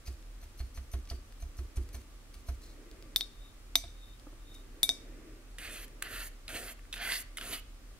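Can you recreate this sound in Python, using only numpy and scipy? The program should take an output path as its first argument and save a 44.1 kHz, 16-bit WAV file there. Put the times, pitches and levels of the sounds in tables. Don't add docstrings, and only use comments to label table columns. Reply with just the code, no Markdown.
import sys
import numpy as np
from scipy import signal
from scipy.fft import rfft, irfft, next_fast_len
from scipy.io import wavfile
from scipy.ndimage import uniform_filter1d, map_coordinates

SR = 44100
rng = np.random.default_rng(int(sys.argv[2]) if len(sys.argv) > 2 else 0)


def transcribe(u):
    v = np.clip(np.atleast_2d(u).T, -1, 1)
    q = np.round(v * 32767).astype(np.int16)
    wavfile.write(sys.argv[1], SR, q)


def linear_from_db(decibels):
    return 10 ** (np.asarray(decibels, float) / 20)


N = 352359


def unit(x):
    return x / np.sqrt(np.mean(x ** 2) + 1e-20)


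def along(points, hz):
    f, v = np.transpose(points)
    return np.interp(np.log(hz + 1), np.log(f + 1), v)


def curves(tables):
    rows = []
    for table in tables:
        before = (table[0][0] - 0.002, -110, *table[0][2:])
        after = (table[-1][0] + 0.013, -110, *table[-1][2:])
        rows += [before, *table, after]
    s, *cols = np.transpose(rows)
    return [np.interp(np.arange(N) / SR, np.sort(s), c) for c in cols]


def swells(rows, enter_db, leave_db):
    return curves([[(a, db + enter_db), (s, db), (b, db + leave_db)] for a, s, b, db in rows])[0]


def filtered(x, response):
    m = next_fast_len(N + SR // 2)
    return irfft(rfft(x, m) * response(np.fft.rfftfreq(m, 1 / SR)), m)[..., :N]


def resonant(peaks):
    def response(f):
        total = 0
        for k, (c, w, db) in enumerate(peaks):
            total = total + (-1) ** k * linear_from_db(db) * 1j * f * w / (c * c - f * f + 1j * f * w)
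        return total
    return response


def ring(modes, t, attack_s, scatter_db=0):
    chance_db = np.clip(scatter_db, 0, 2) * rng.standard_normal(len(modes))
    tones = 0
    for c, (hz, db, t60) in zip(chance_db, modes):
        tones = tones + linear_from_db(db + c - 60 * t / t60) * np.sin(2 * np.pi * hz * t)
    return tones * (1 - np.exp(-t / attack_s))


def burst(t, t60_s, colour):
    puff = rng.standard_normal(len(t)) * linear_from_db(-60 * t / t60_s)
    x = irfft(rfft(puff) * colour(np.fft.rfftfreq(len(t), 1 / SR)), len(t))
    return x / np.abs(x).max()


def add(track, s, x):
    track[..., round(s * SR):][..., :x.shape[-1]] += x


def grit(rough_db):
    size = np.minimum(rng.exponential(size=N // 40 + 1), 3).repeat(40)[:N]
    return unit(rng.standard_normal(N) * linear_from_db(rough_db * size))


def place(x, pan_db, lag_samples):
    side = np.array([[1], [-1]])
    shift = lambda hz: np.exp(-1j * np.pi * np.minimum(hz, 4940) / SR * lag_samples * side)
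    return filtered(x, shift) * linear_from_db(pan_db / 2 * side)


def rush(spectrum, alike):
    def mid_side(hz):
        turn = np.arccos(np.clip(along(alike, hz), -1, 1)) / 2
        return linear_from_db(along(spectrum, hz)) * [np.cos(turn), np.sin(turn)]
    mid, side = filtered(rng.standard_normal((2, N)), mid_side)
    return unit(np.array([mid + side, mid - side]))


# hz, density_db
FLOOR_SPECTRUM = [(27, -16), (40, 1.5), (60, -13.5), (87, -13.5), (117, -18), (182, -30), (263, -21),
                  (398, -48), (496, -29.5), (962, -33.5), (1200, -31), (1770, -34), (9000, -40),
                  (15700, -48)]
# hz, correlation
FLOOR_LIKENESS = [(60, 0.96), (180, 0.59), (550, 0.38), (1650, 0.072), (4970, -0.22), (15000, 0.064)]
# hz, level_db
MACHINE_HUM = (36, -54)
# hz, width_hz, level_db
VENT_WHISTLE = (1169, 10.6, -79.5)


def room_floor():
    rows = np.repeat([[0], [1]], N, axis=1)
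    steps = np.tile(np.arange(N) * 6 / SR, (2, 1))
    drift = map_coordinates(rng.standard_normal((2, 60)), [rows, steps], order=1)
    hum_hz = MACHINE_HUM[0] + 2.6 * drift[1]
    hum = linear_from_db(MACHINE_HUM[1] + 4.0 + 1.9 * drift[0]) * np.sin(np.cumsum(2 * np.pi * hum_hz / SR))
    vent_hz, width_hz, vent_db = VENT_WHISTLE
    whistle = unit(filtered(rng.standard_normal(N), resonant([(vent_hz, width_hz, 0)])))
    hiss = filtered(rush(FLOOR_SPECTRUM, FLOOR_LIKENESS), lambda hz: hz < 15750)
    return linear_from_db(-53.5) * hiss + hum * linear_from_db([[-0.6], [0.6]]) + linear_from_db(vent_db) * whistle


# nearest_s, level_db, approach_s, leaving_s
CARS = [
    (1.85, -64, .25, 0.18),
    (2.92, -59, 0.28, 0.28),
    (5.18, -56.5, 0.4, 0.2),
    (5.849, -60.5, 0.06, 0.33),
]
# hz, density_db
ROAD_SPECTRUM = [(88, -33), (150, -14.5), (173, -18.5), (300, -4.5), (628, -16.5), (742, -27), (817, -31.5),
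                 (1980, -24), (2600, -28), (3380, -40), (5720, -120)]


def traffic():
    t = np.arange(N) / SR
    power = linear_from_db(-67) ** 2
    for s, db, come, go in CARS:
        power = power + linear_from_db(db) ** 2 * np.exp(-((t - s) / np.where(t < s, come, go)) ** 2)
    return np.sqrt(power) * rush(ROAD_SPECTRUM, [(200, 0.99), (2000, 0.42)])


# hardest_s, level_db, touch_lead_s
SCRAPES = [(0.077, -50.5, 0.022), (.44, -58.5, 0.025), (.605, -55, 0.03), (.776, -53.5, 0.032),
           (.936, -53.5, 0.022), (1.103, -49.5, 0.014), (1.424, -57, 0.023), (1.588, -55.5, 0.02),
           (1.771, -52.5, 0.013), (1.953, -51, 0.023), (2.344, -54.5, 0.0059), (2.491, -54, 0.027),
           (4.546, -56, 0.012)]
# db_9_to_12_khz, db_above
SCRAPE_UPPER = [(-2, -2), (0, 3), (3.5, 0), (0, -3), (5, 6), (-5, -3), (4, 4), (3, 4), (3, -1), (2, 5),
                (-3, -7), (1.5, 2), (-6, -2)]
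# touch_db, hardest_db, slip_db, trail_db
SING_STAGES_DB = (-6, -5, -21, -24)
# touch_db, hardest_db, slip_db, trail_db
FIZZ_STAGES_DB = (-26, -3, -19.5, -13)
WET_MODES_HZ = [2280, 2900, 4200, 4660, 5260, 6150, 9460, 11450, 12950, 14300]
# width_hz, level_db
WET_MODES = [(60, -5.5), (296, -19), (81, -3), (90, -8), (81, -5), (128, -1), (112, -3.5), (173, -7.5),
             (150, -8), (90, -14)]


def scrapes():
    sing_rows, fizz_rows = [], []
    for (s, db, lead), upper in zip(SCRAPES, SCRAPE_UPPER):
        stages_s = s - lead, s, s + 0.024, s + 0.0655
        sing_rows.append([(at, db + less, *upper) for at, less in zip(stages_s, SING_STAGES_DB)])
        fizz_rows.append([(at, db + less) for at, less in zip(stages_s, FIZZ_STAGES_DB)])
    sing_db, middle_db, top_db = curves(sing_rows)
    fizz_db, = curves(fizz_rows)
    modes = [(hz, *mode) for hz, mode in zip(WET_MODES_HZ, WET_MODES)]
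    sing = unit(filtered(grit(rough_db=4.0), resonant(modes)))
    fizz = unit(filtered(grit(rough_db=5.0), resonant([(2500, 3300, 0.5), (10500, 7000, -0.5)])))
    bands = lambda f: np.array([f < 8000, (f >= 8000) & (f < 12200), f >= 12200])
    low, middle, top = filtered(sing, bands)
    sing = low + linear_from_db(middle_db) * middle + linear_from_db(top_db) * top
    return linear_from_db(sing_db) * sing + linear_from_db(fizz_db) * fizz


# hz, t60_s
ROOM_DECAY = [(200, 0.16), (2000, 0.46), (8000, 0.35), (15000, 0.099)]


def room(x):
    out, step = np.zeros((2, N + SR)), SR // 4
    for i in range(0, N, step):
        hz, t, z = signal.stft(rng.standard_normal((2, SR // 3)), SR, nperseg=256)
        decay = linear_from_db(-60 * t / along(ROOM_DECAY, hz)[:, None])
        tail = signal.istft(z * decay, SR, nperseg=256)[1]
        tail = tail / np.linalg.norm(tail[0])
        add(out, i / SR + 0.003, signal.fftconvolve(x[None, i:i + step], tail, axes=1))
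    return out[:, :N]


# start_s, peak_db, wall_db, clack_db, slosh_db
JAR_BUMPS = [(0.071, -31.5, -25, -20.5, -19), (0.422, -46.5, -11, -11, -27), (0.596, -30, -23, -19, -22),
             (0.769, -34, -20, -14.5, -23), (0.931, -27, -19.5, -19.5, -19.5),
             (1.105, -31, -14, -16.5, -14.5), (1.419, -34, -17, -19, -26),
             (1.581, -30.5, -26, -19.5, -16.5), (1.765, -25.5, -28, -24, -16.5),
             (1.938, -35, -17.5, -14, -15), (2.351, -50, -23, -21, -20), (2.48, -28, -16, -19.5, -23),
             (3.833, -43, -4, -13, -12)]
BUMP_DESK_HZ = [62, 64.6, 62, 62.7, 62, 63.4, 64, 63, 62.6, 61, 63.5, 62.3, 67]
# hz, level_db, t60_s
DESK_MODES = [(62.1, 4, 0.2), (42.6, 0.5, 0.12), (91.6, -18, 0.33), (134, -38, 0.32)]
# hz, t60_s
JAR_WALL = (684, 0.084)


def bumps():
    out, t = np.zeros(N + SR), np.arange(SR // 2) / SR
    wall_hz, wall_t60 = JAR_WALL
    for (s, db, wall_db, clack_db, slosh_db), desk_hz in zip(JAR_BUMPS, BUMP_DESK_HZ):
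        clack = burst(t, 0.095, resonant([(1140, 2000, 0)]))
        slosh = burst(t, 0.21, resonant([(230, 38, 2.5), (365.0, 52, 3.0)]))
        wall = ring([(wall_hz, 0, wall_t60)], t, 0.00012)
        desk = ring([(desk_hz, *DESK_MODES[0][1:]), *DESK_MODES[1:]], t, 0.011, scatter_db=0.35)
        add(out, s + 0.0071, linear_from_db(db + clack_db + 6.5) * clack)
        add(out, s + 0.01497, linear_from_db(db + slosh_db) * slosh)
        add(out, s + 0.00572, linear_from_db(db + wall_db) * wall)
        add(out, s + 0.0068, linear_from_db(db + 2.5) * desk)
    return out[:N]


# start_s, peak_db, pitch_hz, lower_hz, lower_db
FERRULE_TICKS = [(0.0736, -39.5, 4740, 2550, -3), (0.593, -45, 4260, 3000, -8),
                 (0.6014, -48, 4240, 2800, -11), (0.6094, -44, 4360, 2200, -4),
                 (1.0999, -32.5, 4650, 3000, -10), (1.1017, -42, 5630, 3050, -9),
                 (1.4232, -45.5, 6300, 4180, -6), (1.5848, -49, 5600, 4240, -8),
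                 (1.9448, -45, 6200, 4100, -9), (2.34, -49, 4660, 3080, -17), (2.4862, -46, 6160, 4070, -9),
                 (3.8392, -37, 3700, 2370, -12)]


def ticks():
    out, t = np.zeros(N + SR), np.arange(2000) / SR
    for s, db, hz, low_hz, low_db in FERRULE_TICKS:
        ping = ring([(hz, 0, 0.022), (low_hz, low_db, 0.016)], t, 0.0004)
        snap = burst(t, 0.005, resonant([(5000, 6000, 0)]))
        add(out, s, linear_from_db(db) * (ping + 0.15 * snap))
    return out[:N]


# start_s, peak_db, centre_hz, thud_db, top_db
FERRULE_SNAPS = [(0.226, -48, 4500, -10, -13), (0.4545, -50, 4400, 4, -20), (0.7746, -44, 4500, 1, -13),
                 (0.9365, -42, 3600, -5, -14), (1.054, -46, 5500, -1, -16), (1.074, -46, 5500, 3, -14),
                 (1.1123, -40, 5100, -1, -12), (1.324, -44, 5000, 8, -2), (1.5875, -51, 6300, -1, -10),
                 (1.7694, -36, 5850, -6, -5), (1.8896, -42.5, 5000, 2, -3), (1.951, -48, 4000, 2, -8),
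                 (2.6194, -49, 5000, -6, -3), (4.1972, -46.5, 4100, -13, -8), (4.547, -45, 6300, -10, -9)]


def snaps():
    out, t = np.zeros(N + SR), np.arange(2000) / SR
    for s, db, hz, thud_db, top_db in FERRULE_SNAPS:
        colour = resonant([(1200, 1500, thud_db), (hz, 2000, 0), (9800, 4000, top_db)])
        add(out, s, linear_from_db(db) * burst(t, 0.011, colour))
    return out[:N]


# start_s, loudest_s, end_s, level_db
LIFT_OUT = [
    (2.61, 2.635, 2.74, -59),
]


def swish():
    level_db = swells(LIFT_OUT, enter_db=-13, leave_db=-11)
    noise = filtered(grit(rough_db=3.0), resonant([(4080, 430, 4.0), (5640, 5300, -6.0)]))
    return linear_from_db(level_db) * unit(noise)


# start_s, peak_db
DROPS = [
    (2.9138, -40.5),
    (2.9625, -55),
    (3.0249, -39),
]


def drips():
    out, t = np.zeros(N + SR), np.arange(2000) / SR
    for s, db in DROPS:
        add(out, s, linear_from_db(db) * burst(t, 0.006, resonant([(4900, 1800, 0), (1500, 1500, -12)])))
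    return out[:N]


# hz, left_over_right_db, left_lead_rad
PORT_DIFFERENCE = [(1000, 0, .3), (2300, 2, 1.5), (3300, 3, 0.12), (3500, 5, 1.6), (4600, 0, -0.42),
                   (6200, -5, 1.5), (7900, -0.5, 1.64), (12200, 5, -1.8)]


def sides(hz, lean_db=0):
    level_db = along([(f, db) for f, db, _ in PORT_DIFFERENCE], hz) + lean_db
    lead = along([(f, rad) for f, _, rad in PORT_DIFFERENCE], hz) * np.minimum(hz / 500, 1)
    ratio = linear_from_db(level_db) * np.exp(1j * lead)
    return 2 * np.array([ratio, np.ones_like(hz)]) / (1 + ratio)


# start_s, peak_db, ring_db, bright_db, body_db
RIM_TAPS = [
    (3.1605, -7.5, -12, -5, -50.5),
    (3.2088, -15, -11.5, -15, -42),
    (3.755, -4, -10.5, -6, -38.5),
    (4.8307, -5, -10.5, 2.5, -40.5),
    (4.8909, -9.5, -7, -4, -32.5),
]
# db_3600_hz, db_6100_hz, db_2300_hz, db_7_to_12_khz, db_over_12_khz
TAP_SPOTS = [(1, -4, -14, 3.5, 6), (-8, -11, -7, -9, -7), (-12, 3, -2.5, -15, 3), (-2, -5, 3.5, 7, 6.5),
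             (-4, -2.5, -10, -23, -14)]
# ring_length_ratio, click_top_db, core_3700_hz_db, edge_5300_hz_db
TAP_GRIPS = [(0.72, 12.5, 1.5, 4), (1.8, -6, 2, -1), (0.78, -1, -0.5, 0), (1.17, -2, 3, 6),
             (1.23, -5, -8, 7)]
RIM_MODES_HZ = [3608, 3712, 6095, 2295, 7770, 8830, 9470, 10320, 11450, 11900, 12410, 12950, 13900, 14360,
                15370]
# level_db, t60_s
RIM_MODES = [(-1, 0.051), (-4, 0.062), (-19.5, 0.12), (-37, 0.42), (-47, .06), (-31, .07), (-20.5, 0.055),
             (-20, 0.054), (-25, .07), (-32, .06), (-23, .045), (-15, 0.036), (-25, 0.0407), (-21.5, 0.043),
             (-27.5, 0.042)]
# hz, density_db
CLICK_SPECTRUM = [(200, -35), (900, -6.5), (1500, -12), (2300, -2.5), (2950, -6), (3700, 8), (5800, -2.5),
                  (6500, -8.5), (7500, 1), (12900, -5.5), (13600, -14), (14700, -18), (16300, -22),
                  (17050, -88)]
# hz, level_db, t60_s
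JAR_BODY = [(269, -4, 0.17), (400, 5, 0.02), (679, 1, 0.1), (1490, -1, 0.011)]
# start_s, peak_db
RIM_GRAZE = (3.2058, -35)


def rim_taps():
    out, t = np.zeros((2, N + SR)), np.arange(SR // 2) / SR
    hz, centre = np.fft.rfftfreq(len(t), 1 / SR), 36
    family = [0, -1, 1, 2, 3, 3, 3, 3, 3, 3, 4, 4, 4, 4, 4]
    for (s, db, ring_db, bright_db, body_db), spot, grip in zip(RIM_TAPS, TAP_SPOTS, TAP_GRIPS):
        loose, top_db, core_db, edge_db = grip
        push = 0.045 * rng.standard_normal(len(t)) * linear_from_db(-60 * np.abs(t - 0.0016) / 0.012)
        push[[centre, 2 * centre, 12 * centre]] += 1, -0.1, 0.11
        smear = np.exp(0.8j * np.sin(hz / 900 + rng.uniform(0, 2 * np.pi)))
        lean_db = 8 * np.sin(hz / 450 + rng.uniform(0, 2 * np.pi)) * (hz > 5200)
        colour_db = along(CLICK_SPECTRUM, hz) + bright_db * (hz > 6500) + top_db * (hz > 13400)
        colour_db = colour_db + core_db * np.exp(-((hz - 3700) / 500) ** 2)
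        colour_db = colour_db + edge_db * np.exp(-((hz - 5300) / 800) ** 2)
        click = irfft(rfft(push) * smear * linear_from_db(colour_db), len(t))
        modes = []
        for mode_hz, (mode_db, t60), k in zip(RIM_MODES_HZ, RIM_MODES, family):
            modes.append((mode_hz, mode_db + (*spot, 0)[k], t60 * (loose if k < 1 else 1)))
        tone = ring(modes, t, 0.00068, scatter_db=0.53)
        body = ring(JAR_BODY, t, 0.0014, scatter_db=2.4)
        tap = click / np.abs(click).max() + linear_from_db(ring_db) * tone + linear_from_db(body_db) * body
        edges = np.minimum(t / 0.00042, 1) ** 2 * np.minimum((t[-1] - t) * 20, 1)
        add(out, s, linear_from_db(db) * irfft(rfft(tap) * sides(hz, lean_db), len(t)) * edges)
    add(out, RIM_GRAZE[0], linear_from_db(RIM_GRAZE[1]) * burst(t, 0.012, resonant([(3770, 900, 0)])))
    return out[:, :N]


# time_s, level_db
RIM_RUBS = [
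    [(3.3, -78), (3.346, -73), (3.454, -62), (3.516, -69), (3.548, -83), (3.56, -100)],
    [(3.88, -60), (3.886, -70), (3.944, -72), (4.058, -62), (4.134, -67), (4.17, -83)],
    [(4.365, -86), (4.503, -62), (4.555, -61.5), (4.607, -71), (4.65, -88)],
]
# hz, width_hz, level_db
RUBBED_MODES = [(3600, 18, -5), (3715, 24, 0), (10320, 60, -24), (11480, 60, -23), (14380, 70, -24)]


def rim_rubs():
    level_db, = curves(RIM_RUBS)
    sing = unit(filtered(grit(rough_db=-4.0), resonant(RUBBED_MODES)))
    return filtered(linear_from_db(level_db + 0.5) * sing, sides)


# start_s, peak_db, pitch_hz
DESK_KNOCKS = [
    (4.268, -40.5, 300),
    (4.328, -48, 330),
]


def knocks():
    out, t = np.zeros(N + SR), np.arange(SR // 2) / SR
    for s, db, hz in DESK_KNOCKS:
        modes = [(hz, 0, 0.07), (1.7 * hz, -6, 0.035), (2.8 * hz, -6, 0.022), (4 * hz, -5, 0.018)]
        add(out, s, linear_from_db(db) * ring(modes, t, 0.0006))
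    return out[:N]


# start_s, peak_db, pitch_hz, length_s, snap_db
LANDINGS = [(5.584, -31, 1900, 0.037, -7.5), (5.732, -44, 2000, .01, 3), (5.881, -40.5, 1800, .01, 0),
            (6.0218, -28.5, 1640, 0.021, -9), (6.0242, -17, 1650, 0.0125, -2),
            (6.48, -29.5, 2400, 0.025, -13.5), (6.793, -44.5, 1410, .01, -19), (6.853, -48, 1190, .01, -20),
            (6.927, -27, 2630, 0.061, -12), (6.961, -35, 2900, .024, -4), (6.978, -33, 2500, 0.018, -15),
            (7.121, -18, 2020, .012, -11), (7.371, -26, 2100, 0.077, -3), (7.411, -31, 1590, 0.024, -13)]
LANDING_UPPER_HZ = [2900, 3400, 3050, 2880, 2950, 4000, 2100, 2000, 3600, 3700, 3080, 3100, 3260, 3130]


def landings():
    out, t = np.zeros(N + SR), np.arange(3000) / SR
    for (s, db, hz, length, snap_db), upper_hz in zip(LANDINGS, LANDING_UPPER_HZ):
        colour = resonant([(1400, 1200, -18), (hz, 260, 0), (upper_hz, 400, -1), (10300, 3000, snap_db)])
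        puff = burst(t, length, colour) * (1 - np.exp(-t / 0.00016))
        tones = ring([(hz, -8, 0.47 * length), (upper_hz, -9, 0.22 * length)], t, 0.0002)
        add(out, s, linear_from_db(db) * (0.91 * puff + tones))
    return filtered(out[:N], lambda hz: (hz < 15800) / (1 + (hz / 13500) ** 4))


# land_s, fastest_s, lift_s
STROKES = [
    (5.585, 5.74, 5.847),
    (6.03, 6.13, 6.279),
    (6.482, 6.56, 6.724),
    (6.935, 7.12, 7.21),
    (7.378, 7.537, 7.58),
]
STROKE_RUMBLE_DB = [-55.5, -56, -48.5, -55, -51]
# hz, density_db
RUMBLE_SPECTRUM = [(41, -50), (70, 3.5), (103, 1.5), (146, -20), (222, 0.5), (476, -1.5), (700, -2),
                   (910, -46), (1540, -120)]


def rumble():
    rows = [(a, s - 0.0076, b, db) for (a, s, b), db in zip(STROKES, STROKE_RUMBLE_DB)]
    level_db = swells(rows, enter_db=-11.5, leave_db=-11.5)
    return linear_from_db(level_db) * unit(filtered(rng.standard_normal(N), lambda hz: linear_from_db(along(RUMBLE_SPECTRUM, hz))))


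def swept(spectrum, centre_hz, lift_db, octaves, modes_db, dips_db=(0,) * 5):
    hz, t, z = signal.stft(grit(rough_db=1.0), SR, nperseg=512)
    centre = centre_hz[np.minimum(t * SR, N - 1).astype(int)]
    modes = uniform_filter1d(rng.standard_normal(z.shape), size=2, axis=0)
    modes = unit(uniform_filter1d(modes, size=18, axis=1))
    hump = np.exp(-(np.log2((hz[:, None] + 1) / centre) / octaves) ** 2)
    stroke = np.searchsorted([row[0] for row in STROKES[1:]], t + 0.05)
    dip_db = np.exp(-((hz[:, None] - 2380) / 120) ** 2) * np.take(dips_db, stroke)
    gain = linear_from_db(along(spectrum, hz)[:, None] + lift_db * hump + modes_db * modes + dip_db)
    gain = gain / np.sqrt(np.mean(gain ** 2, axis=0))
    return unit(signal.istft(z * gain, SR, nperseg=512)[1][:N])


# time_s, drum_db, hump_hz
TIP_WEIGHT = [
    [(5.592, -50, 2220), (5.6, -51.5, 2220), (5.65, -43.5, 2200), (5.716, -51.5, 2200), (5.774, -48, 2460),
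     (5.816, -54.5, 2030), (5.844, -52, 2120), (5.856, -66, 2180)],
    [(6.034, -50, 2170), (6.064, -44.5, 2000), (6.092, -51.5, 1920), (6.138, -43, 1850), (6.2, -46, 2170),
     (6.216, -42, 2070), (6.25, -53, 2000), (6.27, -51.5, 2200), (6.288, -61, 2270)],
    [(6.49, -42.5, 2100), (6.524, -49, 2080), (6.56, -40.5, 2370), (6.612, -51.5, 2130), (6.63, -47, 1940),
     (6.662, -53, 2060), (6.684, -44.5, 2100), (6.722, -56, 2300), (6.734, -67, 2350)],
    [(6.94, -34.5, 2660), (6.952, -65, 2680), (6.96, -46, 2500), (6.988, -49, 2000), (7.012, -40, 1970),
     (7.098, -38, 2000), (7.13, -36.5, 2430), (7.22, -57.5, 2410), (7.226, -48, 2390)],
    [(7.384, -34, 2260), (7.394, -60, 2270), (7.414, -45.5, 2270), (7.464, -48.5, 1960), (7.506, -49, 2360),
     (7.534, -38.5, 2580), (7.6, -59, 2140)],
]
# hz, density_db
BOARD_SPECTRUM = [(290, -10), (500, -5), (551, -36), (683, 3), (846, -9.5), (1360, -1.5), (2130, -2.5),
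                  (3030, -2), (3450, -3), (3840, -7), (4460, -0.5), (5710, -15.5), (6500, -12.5),
                  (8450, -46), (14300, -120)]


def board_drum():
    level_db, hump_hz = curves(TIP_WEIGHT)
    dips_db = [-3, -9, -3, -2.5, -8]
    return linear_from_db(level_db) * swept(BOARD_SPECTRUM, hump_hz, lift_db=9.0, octaves=0.83, modes_db=2.6, dips_db=dips_db)


# time_s, hiss_db, centre_hz (higher as they fan out)
HAIR_SPEED = [
    [(5.592, -54.5, 10100), (5.656, -50.5, 9500), (5.686, -54, 9390), (5.73, -48, 9390), (5.8, -53, 10100),
     (5.846, -50, 11100), (5.856, -61, 10800)],
    [(6.034, -54, 10900), (6.082, -58, 11100), (6.122, -48.5, 11200), (6.236, -46.5, 10600),
     (6.276, -47.5, 11000), (6.288, -56, 11000)],
    [(6.49, -50, 10400), (6.54, -49, 9220), (6.56, -44, 9000), (6.626, -49, 9460), (6.682, -48.5, 11600),
     (6.724, -49, 11200), (6.734, -58, 11200)],
    [(6.94, -49, 10600), (6.998, -60, 10900), (7.02, -48, 11200), (7.132, -38.5, 10000),
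     (7.214, -44, 10500), (7.226, -51, 10400)],
    [(7.384, -52, 10200), (7.392, -56, 10400), (7.452, -48.5, 9800), (7.524, -43.5, 11000),
     (7.534, -38.5, 10900), (7.59, -54.5, 10900), (7.6, -54, 11000)],
]
# hz, density_db
HISS_SPECTRUM = [(3500, -27), (6300, -11.5), (8300, -12.5), (11000, -12), (14000, -12.5), (15700, -19),
                 (15900, -90)]


def bristle_hiss():
    level_db, centre_hz = curves(HAIR_SPEED)
    return linear_from_db(level_db) * swept(HISS_SPECTRUM, centre_hz, lift_db=7.0, octaves=0.29, modes_db=2.0)


# start_s, loudest_s, end_s, level_db
RIB_RASPS = [
    (6.545, 6.56, 6.6, -62),
    (7.1, 7.13, 7.183, -41),
    (7.515, 7.535, 7.57, -51),
]


def rib_rasp():
    level_db = swells(RIB_RASPS, enter_db=-13, leave_db=-5)
    rasp = filtered(grit(rough_db=3), resonant([(3600, 350, -2.5), (4700, 710, 0.99)]))
    return linear_from_db(level_db) * unit(rasp)


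def scene():
    below_15800 = lambda hz: hz < 15800
    stir = filtered(scrapes() + ticks() + snaps() + swish() + drips(), below_15800)
    jar = place(bumps() + knocks(), pan_db=-2.0, lag_samples=-4.0)
    jar = jar + place(stir, pan_db=1.5, lag_samples=-1.92)
    rim = rim_taps() + rim_rubs()
    brush = landings() + filtered(rumble() + board_drum() + bristle_hiss() + rib_rasp(), below_15800)
    rim_send = lambda hz: linear_from_db(along([(4000, -19.5), (5500, -13), (12000, -6.5)], hz))
    brush_send = lambda hz: linear_from_db(along([(3000, -12), (7000, -18)], hz))
    send = filtered(rim.mean(axis=0), rim_send) + linear_from_db(-11.0) * stir + filtered(brush, brush_send)
    near = jar + rim + place(brush, pan_db=-2.0, lag_samples=2.4)
    return near + room(send) + room_floor() + traffic()


def low_pass(x):
    return signal.sosfilt(signal.butter(12, 17060, fs=SR, output="sos"), x)


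def record(dry):
    return low_pass(dry)


dry = scene()
out = record(dry)
transcribe(out)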